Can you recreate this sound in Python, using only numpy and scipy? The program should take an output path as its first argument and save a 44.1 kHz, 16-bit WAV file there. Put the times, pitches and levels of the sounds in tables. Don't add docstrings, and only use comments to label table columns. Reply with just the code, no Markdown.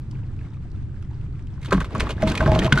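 import sys
import numpy as np
from scipy import signal
from scipy.fft import rfft, irfft, next_fast_len
from scipy.io import wavfile
from scipy.ndimage import map_coordinates

SR = 44100
rng = np.random.default_rng(int(sys.argv[2]) if len(sys.argv) > 2 else 0)


def pcm_store(signal):
    levels = np.round(np.clip(np.atleast_2d(signal), -1, 1) * 32767)
    wavfile.write(sys.argv[1], SR, levels.astype(np.int16).T)


def gain_from_db(level_db):
    decades = np.asarray(level_db, float) / 20
    return 10 ** decades


N = 123479

# frequency in Hz, strength in dB per Hz.
RUMBLE_COLOUR = [(8.8, -56.5), (15, 2), (43, -5.5), (130, -3), (152, -8), (334, -20), (600, -39.5),
                 (780, -79.5), (1320, -120)]
# centre in Hz, width in Hz, boost over the rumble in dB.
HULL_PEAKS = [(46.4, 25, 1), (87, 42, 6.5), (132, 4.4, 7.5), (309, 19, 3.5)]
# frequency in Hz, strength in dB per Hz.
HISS_COLOUR = [(290, -30), (500, -7), (675, -3.5), (1470, -5), (6140, -23), (8640, -25), (12300, -48),
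               (13000, -66.5)]
# frequency in Hz, likeness (1 is the same).
LIKENESS = [(30, 0.63), (80, 0.95), (200, 1), (1000, 0.92), (3000, 0.28), (8000, 1)]
# start in seconds, peak level in dB, centre in Hz.
DROPS = [(0.112, -51, 5260), (0.3644, -61, 3150), (0.432, -60, 2300), (0.54, -65, 6000),
         (0.716, -59.5, 4500), (0.7528, -62, 2610), (0.761, -59, 3000), (0.774, -60.5, 2400),
         (0.9695, -66, 2300), (1.0253, -53, 3030), (1.2133, -56.5, 2360), (1.3554, -57.5, 2290),
         (1.394, -54.5, 2270), (1.4703, -53, 2770)]
# start in seconds, peak level in dB, pitch the spot favours in Hz, contact time in ms.
TUB_KNOCKS = [(1.578, -39, 1210, 1.9), (1.658, -31, 1230, 1.7), (1.711, -22, 1170, 1.7),
              (1.7205, -8, 1220, 0.76), (1.7255, -4.5, 670, 0.13), (1.7313, -4.5, 704, .2),
              (1.736, -21, 920, 12), (1.747, -16, 1110, 1.7), (1.754, -24, 1200, 7.8),
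              (1.779, -19.5, 1150, 2), (1.806, -20.5, 1120, 2.1), (1.815, -17, 1100, 2.6),
              (1.844, -24.5, 1230, 1.6), (1.907, -31.5, 900, 1.2), (1.950, -16.5, 785, 1),
              (1.956, -15, 790, 5), (2.012, -18.5, 770, 9), (2.003, -23.5, 394, 4.9),
              (2.028, -20, 500, 9.1), (2.072, -32, 423, 4), (2.112, -21.5, 497, 7), (2.088, -59, 1000, 4),
              (2.096, -17.5, 660, 3.7), (2.105, -20, 660, 3)]
LID_KNOCKS = [(2.219, -26, 500, 6), (2.2245, -16.5, 1520, 0.99), (2.228, -8, 626, 1.7),
              (2.232, -16, 460, 1), (2.238, -15, 617, 1.6), (2.271, -19.5, 960, 3.1),
              (2.275, -19, 340, 2.5), (2.288, -23, 1010, 4.6), (2.319, -17, 1500, 0.36),
              (2.343, -19, 1060, 2.8), (2.375, -34, 1350, 2.4), (2.406, -11, 1390, 8),
              (2.413, -14.5, 726, 4), (2.427, -12.5, 860, 4.5), (2.437, -16.5, 867, 4.7),
              (2.461, -12, 1370, 7.5), (2.466, -12.5, 340, 3.3), (2.478, -8.5, 630, 5.5),
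              (2.495, -12, 780, 3.6), (2.519, -7.5, 635, .8), (2.527, -18.5, 628, 6.1),
              (2.545, -15, 700, 5.7), (2.560, -10.5, 560, 3.9), (2.576, -17.5, 830, 4.6),
              (2.581, -26, 345, 1.4), (2.646, -19, 496, 15), (2.655, -13.5, 363, 9.8)]
RIM_KNOCKS = [
    (2.7237, -3.5, 1450, 0.52),
    (2.7374, -18, 1300, 5.2),
    (2.7756, -9.5, 1520, 2),
    (2.7854, -15.5, 1540, 7.3),
]
# centre in Hz, width in Hz, level in dB.
TUB_MODES = [(397, 74, 13), (647, 70, -2.5), (790, 38, -4), (1099, 90, 7.5), (1300, 77, 6), (1570, 170, 5)]
LID_MODES = [(345, 30, -1), (500, 50, -8), (635, 14, 10), (856, 30, 1), (1049, 60, -4), (1300, 80, -6),
             (1534, 80, -5)]
RIM_MODES = [(540, 60, 12), (1040, 60, 20), (1490, 70, 33), (2100, 1140, 17)]
# time in seconds, level in dB.
SCRAPE_LEVEL = [(1.581, -68.5), (1.70, -51), (1.816, -46.5), (1.888, -56.5), (1.964, -41), (2.112, -45.5),
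                (2.151, -55.5), (2.212, -45), (2.286, -39.5), (2.387, -42.5), (2.479, -35.5),
                (2.642, -36.5), (2.702, -43.5), (2.778, -33.5)]
# frequency in Hz, strength in dB per Hz.
RUB_COLOUR = [(100, -15), (200, 5.5), (700, -10), (1600, -14.5), (3500, -23.5), (15800, -51.5)]
# start in seconds, peak level in dB, centre in Hz, spray after the crack in dB.
TUB_SMACKS = [(1.6134, -39.5, 1990, 5.5), (1.6287, -34, 2070, -3), (1.6472, -31, 1480, -6),
              (1.6589, -29.5, 3320, -9.5), (1.709, -23.5, 1930, -19), (1.725, -11, 1770, -2.5),
              (1.7311, -24.5, 2100, -6), (1.746, -47.5, 2260, -17), (1.7514, -34, 1910, -8),
              (1.769, -30.5, 2400, 2), (1.8033, -23, 3050, -8), (1.8204, -31.5, 1960, -10),
              (1.8448, -28.5, 2320, -7), (1.95, -25, 2330, 7), (1.907, -40, 2030, -10),
              (1.9989, -6.5, 2330, -5), (2.0627, -39, 1890, 6), (2.0923, -21, 2840, 19),
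              (2.1066, -18, 2940, -13)]
LID_SMACKS = [(2.2215, -23.5, 2050, -25), (2.2737, -17.5, 2520, -10), (2.279, -20, 3480, -11),
              (2.2886, -19, 4040, -6), (2.2973, -22.5, 4700, 13), (2.319, -21.5, 2530, -30),
              (2.346, -48, 3100, -21), (2.3527, -17.5, 2200, -14), (2.3757, -15, 2260, -11.5),
              (2.41, -25, 2500, -6), (2.4932, -48, 3300, -18), (2.5516, -18, 3060, -26),
              (2.591, -11, 3350, -31), (2.6364, -27.5, 1970, -31), (2.646, -17, 3080, -23),
              (2.6551, -20, 2880, -25), (2.6648, -19, 2730, -44), (2.7255, -4.5, 2900, -29),
              (2.7577, -27, 1870, -11), (2.7752, -14.5, 2100, -6.5), (2.7848, -19.5, 4350, -12.5)]
# frequency in Hz, strength in dB per Hz.
SKIN_COLOUR = [(530, -57), (900, 1.5), (4130, -4), (4690, -9), (9020, -18), (13900, -29), (15700, -58)]
# start in seconds, peak level in dB, pitch in Hz.
BOOMS = [(1.729, -9, 183), (1.7404, -11, 187.5), (1.75, -9, 186), (1.764, -15.5, 161), (1.783, -14.5, 158),
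         (1.944, -14, 132.5), (2.026, -11.5, 79), (2.165, -14, 113), (2.227, -9, 92), (2.236, -8.5, 208),
         (2.27, -11.5, 157), (2.293, -10.5, 80.5), (2.401, -8, 87), (2.419, -7, 132.3), (2.461, -3, 144),
         (2.494, -3.5, 75.3), (2.518, -3, 107), (2.558, -9, 165.5), (2.594, -11, 183), (2.649, -5, 132),
         (2.726, -0.5, 141), (2.75, -21, 161)]
# start in seconds, peak level in dB.
HEAVES = [
    (1.74, -16.5),
    (1.992, -18),
    (2.227, -19),
    (2.411, -19.5),
    (2.486, -17),
    (2.553, -15.5),
    (2.726, -20.5),
]
# frequency in Hz, level in dB.
MIC_ROLLOFF = [(9000, 0), (13800, -5), (15800, -13)]

RUMBLE_DB, HISS_DB = -30.5, -59
RIPPLE_CLICK_DB, RIPPLE_SPREAD_DB = -5.5, 3.5
DROP_DB, DROP_SPRAY_DB, DROP_BROAD_DB = 8.5, -27, -8.5
KNOCK_DB, STRIKE_SCATTER_DB = -3, 2.2
SPOT_DB = 14.5
FIRST_TOUCH = 1.4
SCRAPE_DB, GRAINS_PER_S, GRAIN_DB, GRAIN_SPREAD_DB = 1, 500, -0.5, 7.6
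GRAIN_HZ, GRAIN_CYCLES = 2440, 4.3
SMACK_DB, SMACK_BROAD_DB = -1, -1
SMACK_WIDTH = 0.18
CRACK_T60, SPRAY_T60 = 0.015, 0.088
SOFT_TILT = 0.031
BOOM_DB, BOOM_T60, BOOM_RISE_S = -5, 0.15, 0.0018
HEAVE_DB, HEAVE_HZ, HEAVE_T60, HEAVE_RISE_S = -2, 53.4, 0.54, 0.0062
ECHO_DB, ECHO_T60 = -14, 0.044
LAG_S, LAG_ENDS_HZ = 2 / 44100, 10900
SHADE_DB = -5
TOP_HZ = 15800


def unit(x):
    return x / np.sqrt(np.mean(x ** 2) + 1e-20)


def along(points, hz):
    f, v = np.transpose(points)
    return np.interp(np.log(hz + 1), np.log(f + 1), v)


def wobble(rate):
    knots = rng.standard_normal(int(N * rate / SR) + 4)
    return map_coordinates(knots, [np.arange(N) * rate / SR])


def filtered(x, response):
    n = x.shape[-1]
    m = next_fast_len(2 * n)
    return irfft(rfft(x, m) * response(np.fft.rfftfreq(m, 1 / SR)), m)[..., :n]


def panels(modes):
    def response(f):
        total = 0
        for k, (centre, width, db) in enumerate(modes):
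            damping = 1j * f * width
            total = total + (-1) ** k * gain_from_db(db) * damping / (centre * centre - f * f + damping)
        return total
    return response


def rush(gain):
    def mid_and_side(f):
        turn = np.arccos(np.clip(along(LIKENESS, f), -1, 1)) / 2
        return gain(f) * np.array([np.cos(turn), np.sin(turn)])

    mid, side = filtered(rng.standard_normal((2, N)), mid_and_side)
    return unit(np.array([mid + side, mid - side]))


def add(track, s, sound, db):
    i = round(s * SR)
    scaled = gain_from_db(db) * sound / np.abs(sound).max()
    track[..., i:i + sound.shape[-1]] += scaled[..., :max(N - i, 0)]


def clicks(per_s, spread_db):
    count = int(per_s * N / SR)
    when = (rng.random(count) * N).astype(int)
    pitch, size = rng.standard_normal((2, count, 1))
    hz = np.clip(GRAIN_HZ * np.exp(0.65 * pitch), 300, 14000)
    k = np.arange(SR // 100)
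    fade = np.exp(-k / SR * hz / GRAIN_CYCLES)
    rings = gain_from_db(spread_db * size) * np.sqrt(GRAIN_HZ / hz) * np.sin(2 * np.pi * hz * k / SR) * fade
    return unit(np.bincount((when[:, None] + k).ravel(), rings.ravel(), N)[:N])


def rumble():
    def hull(f):
        peaks = sum(db / (1 + ((f - c) / w) ** 2) for c, w, db in HULL_PEAKS)
        return gain_from_db(along(RUMBLE_COLOUR, f) + peaks)

    sway_db = wobble(5.0) + 0.91 * wobble(9.27)
    return gain_from_db(RUMBLE_DB + sway_db) * rush(hull)


def ripples():
    sway_db = 0.15 * wobble(1) + 1.75 * wobble(30.53)
    hiss = rush(lambda f: gain_from_db(along(HISS_COLOUR, f)))
    trickle = gain_from_db(RIPPLE_CLICK_DB) * clicks(60, RIPPLE_SPREAD_DB)
    return gain_from_db(HISS_DB + sway_db) * (hiss + trickle)


def drops():
    rows = [(*drop, DROP_SPRAY_DB) for drop in DROPS]
    return smacks(rows, DROP_DB, DROP_BROAD_DB, 10000)


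def knocks(rows, modes):
    out, t = np.zeros(N), np.arange(SR // 5) / SR
    for s, db, hz, contact_ms in rows:
        push = rng.standard_normal(len(t)) * np.exp(-1000 * t / contact_ms)
        push[0] -= FIRST_TOUCH * np.sqrt(contact_ms * SR / 2000)
        struck = []
        for centre, width, mode_db in modes:
            far_db = SPOT_DB * abs(np.log2(centre / hz))
            struck.append((centre, width, mode_db - far_db + rng.normal(0, STRIKE_SCATTER_DB)))

        def response(f):
            thud = 0.14 * f / (f + 200) / (1 + 1j * f / hz)
            return (panels(struck)(f) + thud) / (1 + 1j * f / 3000) ** 2

        add(out, s - 0.0005, filtered(push, response), db + KNOCK_DB)
    return out


def scrape():
    s, db = np.transpose(SCRAPE_LEVEL)
    level_db = np.interp(np.arange(N) / SR, s, db, left=-120) + SCRAPE_DB + 3 * wobble(70)
    bed = rush(lambda f: gain_from_db(along(RUB_COLOUR, f)) * (1 + 0.5 * np.abs(panels(LID_MODES)(f))))
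    bed = bed / np.std(filtered(bed[0], lambda f: f > 1000))
    return gain_from_db(level_db) * (bed + gain_from_db(GRAIN_DB) * clicks(GRAINS_PER_S, GRAIN_SPREAD_DB))


def smacks(rows, level_db, broad_db=SMACK_BROAD_DB, top_hz=30000):
    out, t = np.zeros((2, N)), np.arange(SR // 8) / SR
    for s, db, hz, spray_db in rows:
        def response(f):
            skin = gain_from_db(along(SKIN_COLOUR, f)) / (1 + (f / top_hz) ** 4)
            tilt = ((f + 1) / 3000) ** (-SOFT_TILT * (db + 20.0) * min(hz / 3000, 1) ** 2)
            broad = gain_from_db(broad_db) * f ** 4 / (f ** 4 + (0.5 * hz) ** 4) * tilt
            pitched = np.exp(-(np.log((f + 1) / hz) / SMACK_WIDTH) ** 2)
            width = np.array([f > 0, f * f / (f * f + 6000 ** 2)])
            return skin * (broad + pitched) * width

        mid, side = filtered(rng.standard_normal((2, len(t))) * [[1], [0.85]], response)
        flutter = gain_from_db(4.2 * np.repeat(rng.standard_normal(len(t) // 64 + 1), 64)[:len(t)])
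        crack = gain_from_db(-60 * t / CRACK_T60)
        spray = flutter * gain_from_db(spray_db - 60 * t / SPRAY_T60)
        shape = (1 - np.exp(-t / 0.0012)) * (crack + spray)
        add(out, s - 0.001, shape * np.array([mid + side, mid - side]), db + level_db)
    return out


def low_ring(hz, t60, rise_s):
    t = np.arange(SR // 2) / SR
    return np.sin(2 * np.pi * hz * t) * gain_from_db(-60 * t / t60) * (1 - np.exp(-t / rise_s))


def booms():
    out = np.zeros(N)
    for s, db, hz in BOOMS:
        ring = low_ring(hz, BOOM_T60, BOOM_RISE_S)
        ring += 0.56 * low_ring(1.46 * hz, 0.65 * BOOM_T60, BOOM_RISE_S)
        ring += 0.44 * low_ring(0.78 * hz, BOOM_T60, BOOM_RISE_S)
        add(out, s, ring, db + BOOM_DB)
    return out


def heaves():
    out = np.zeros(N)
    ring = low_ring(HEAVE_HZ, HEAVE_T60, HEAVE_RISE_S)
    ring += 0.5 * low_ring(0.626 * HEAVE_HZ, HEAVE_T60, HEAVE_RISE_S)
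    for s, db in HEAVES:
        add(out, s, ring, db + HEAVE_DB)
    return out


def cockpit_echo(sound):
    t = np.arange(SR // 5) / SR
    noise = rng.standard_normal((2, len(t))) * gain_from_db(-60 * t / ECHO_T60)

    def response(f):
        return f / (f + 500) / (1 + f / 3000) * np.array([f > 0, f / (f + 3000)])

    mid, side = filtered(noise, response)
    walls = np.array([mid + side, mid - side]) / np.linalg.norm(mid)
    return gain_from_db(ECHO_DB) * signal.fftconvolve(sound, walls, axes=1)[:, :N]


def scene():
    water = rumble() + ripples() + drops()
    knocking = knocks(TUB_KNOCKS, TUB_MODES) + knocks(LID_KNOCKS, LID_MODES) + knocks(RIM_KNOCKS, RIM_MODES)
    fish = knocking + smacks(TUB_SMACKS + LID_SMACKS, SMACK_DB)
    return water + fish + cockpit_echo(fish) + scrape() + booms() + heaves()


def band_limit(x):
    return signal.sosfilt(signal.butter(12, 15800, fs=SR, output="sos"), x)


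def record(dry):
    def ports(f):
        lag = LAG_S / (1 + (f / LAG_ENDS_HZ) ** 2)
        left = gain_from_db(SHADE_DB * (f / 12000) ** 2) * np.exp(-2j * np.pi * f * lag)
        right = 1 / np.abs(left) ** 0.5
        return np.array([left, right]) * gain_from_db(along(MIC_ROLLOFF, f)) * (f < TOP_HZ)

    padded = np.pad(dry, [(0, 0), (SR, SR)], "reflect", reflect_type="odd")
    mix = filtered(padded, ports)[:, SR:-SR]
    return band_limit(mix)


dry = scene()
out = record(dry)
pcm_store(out)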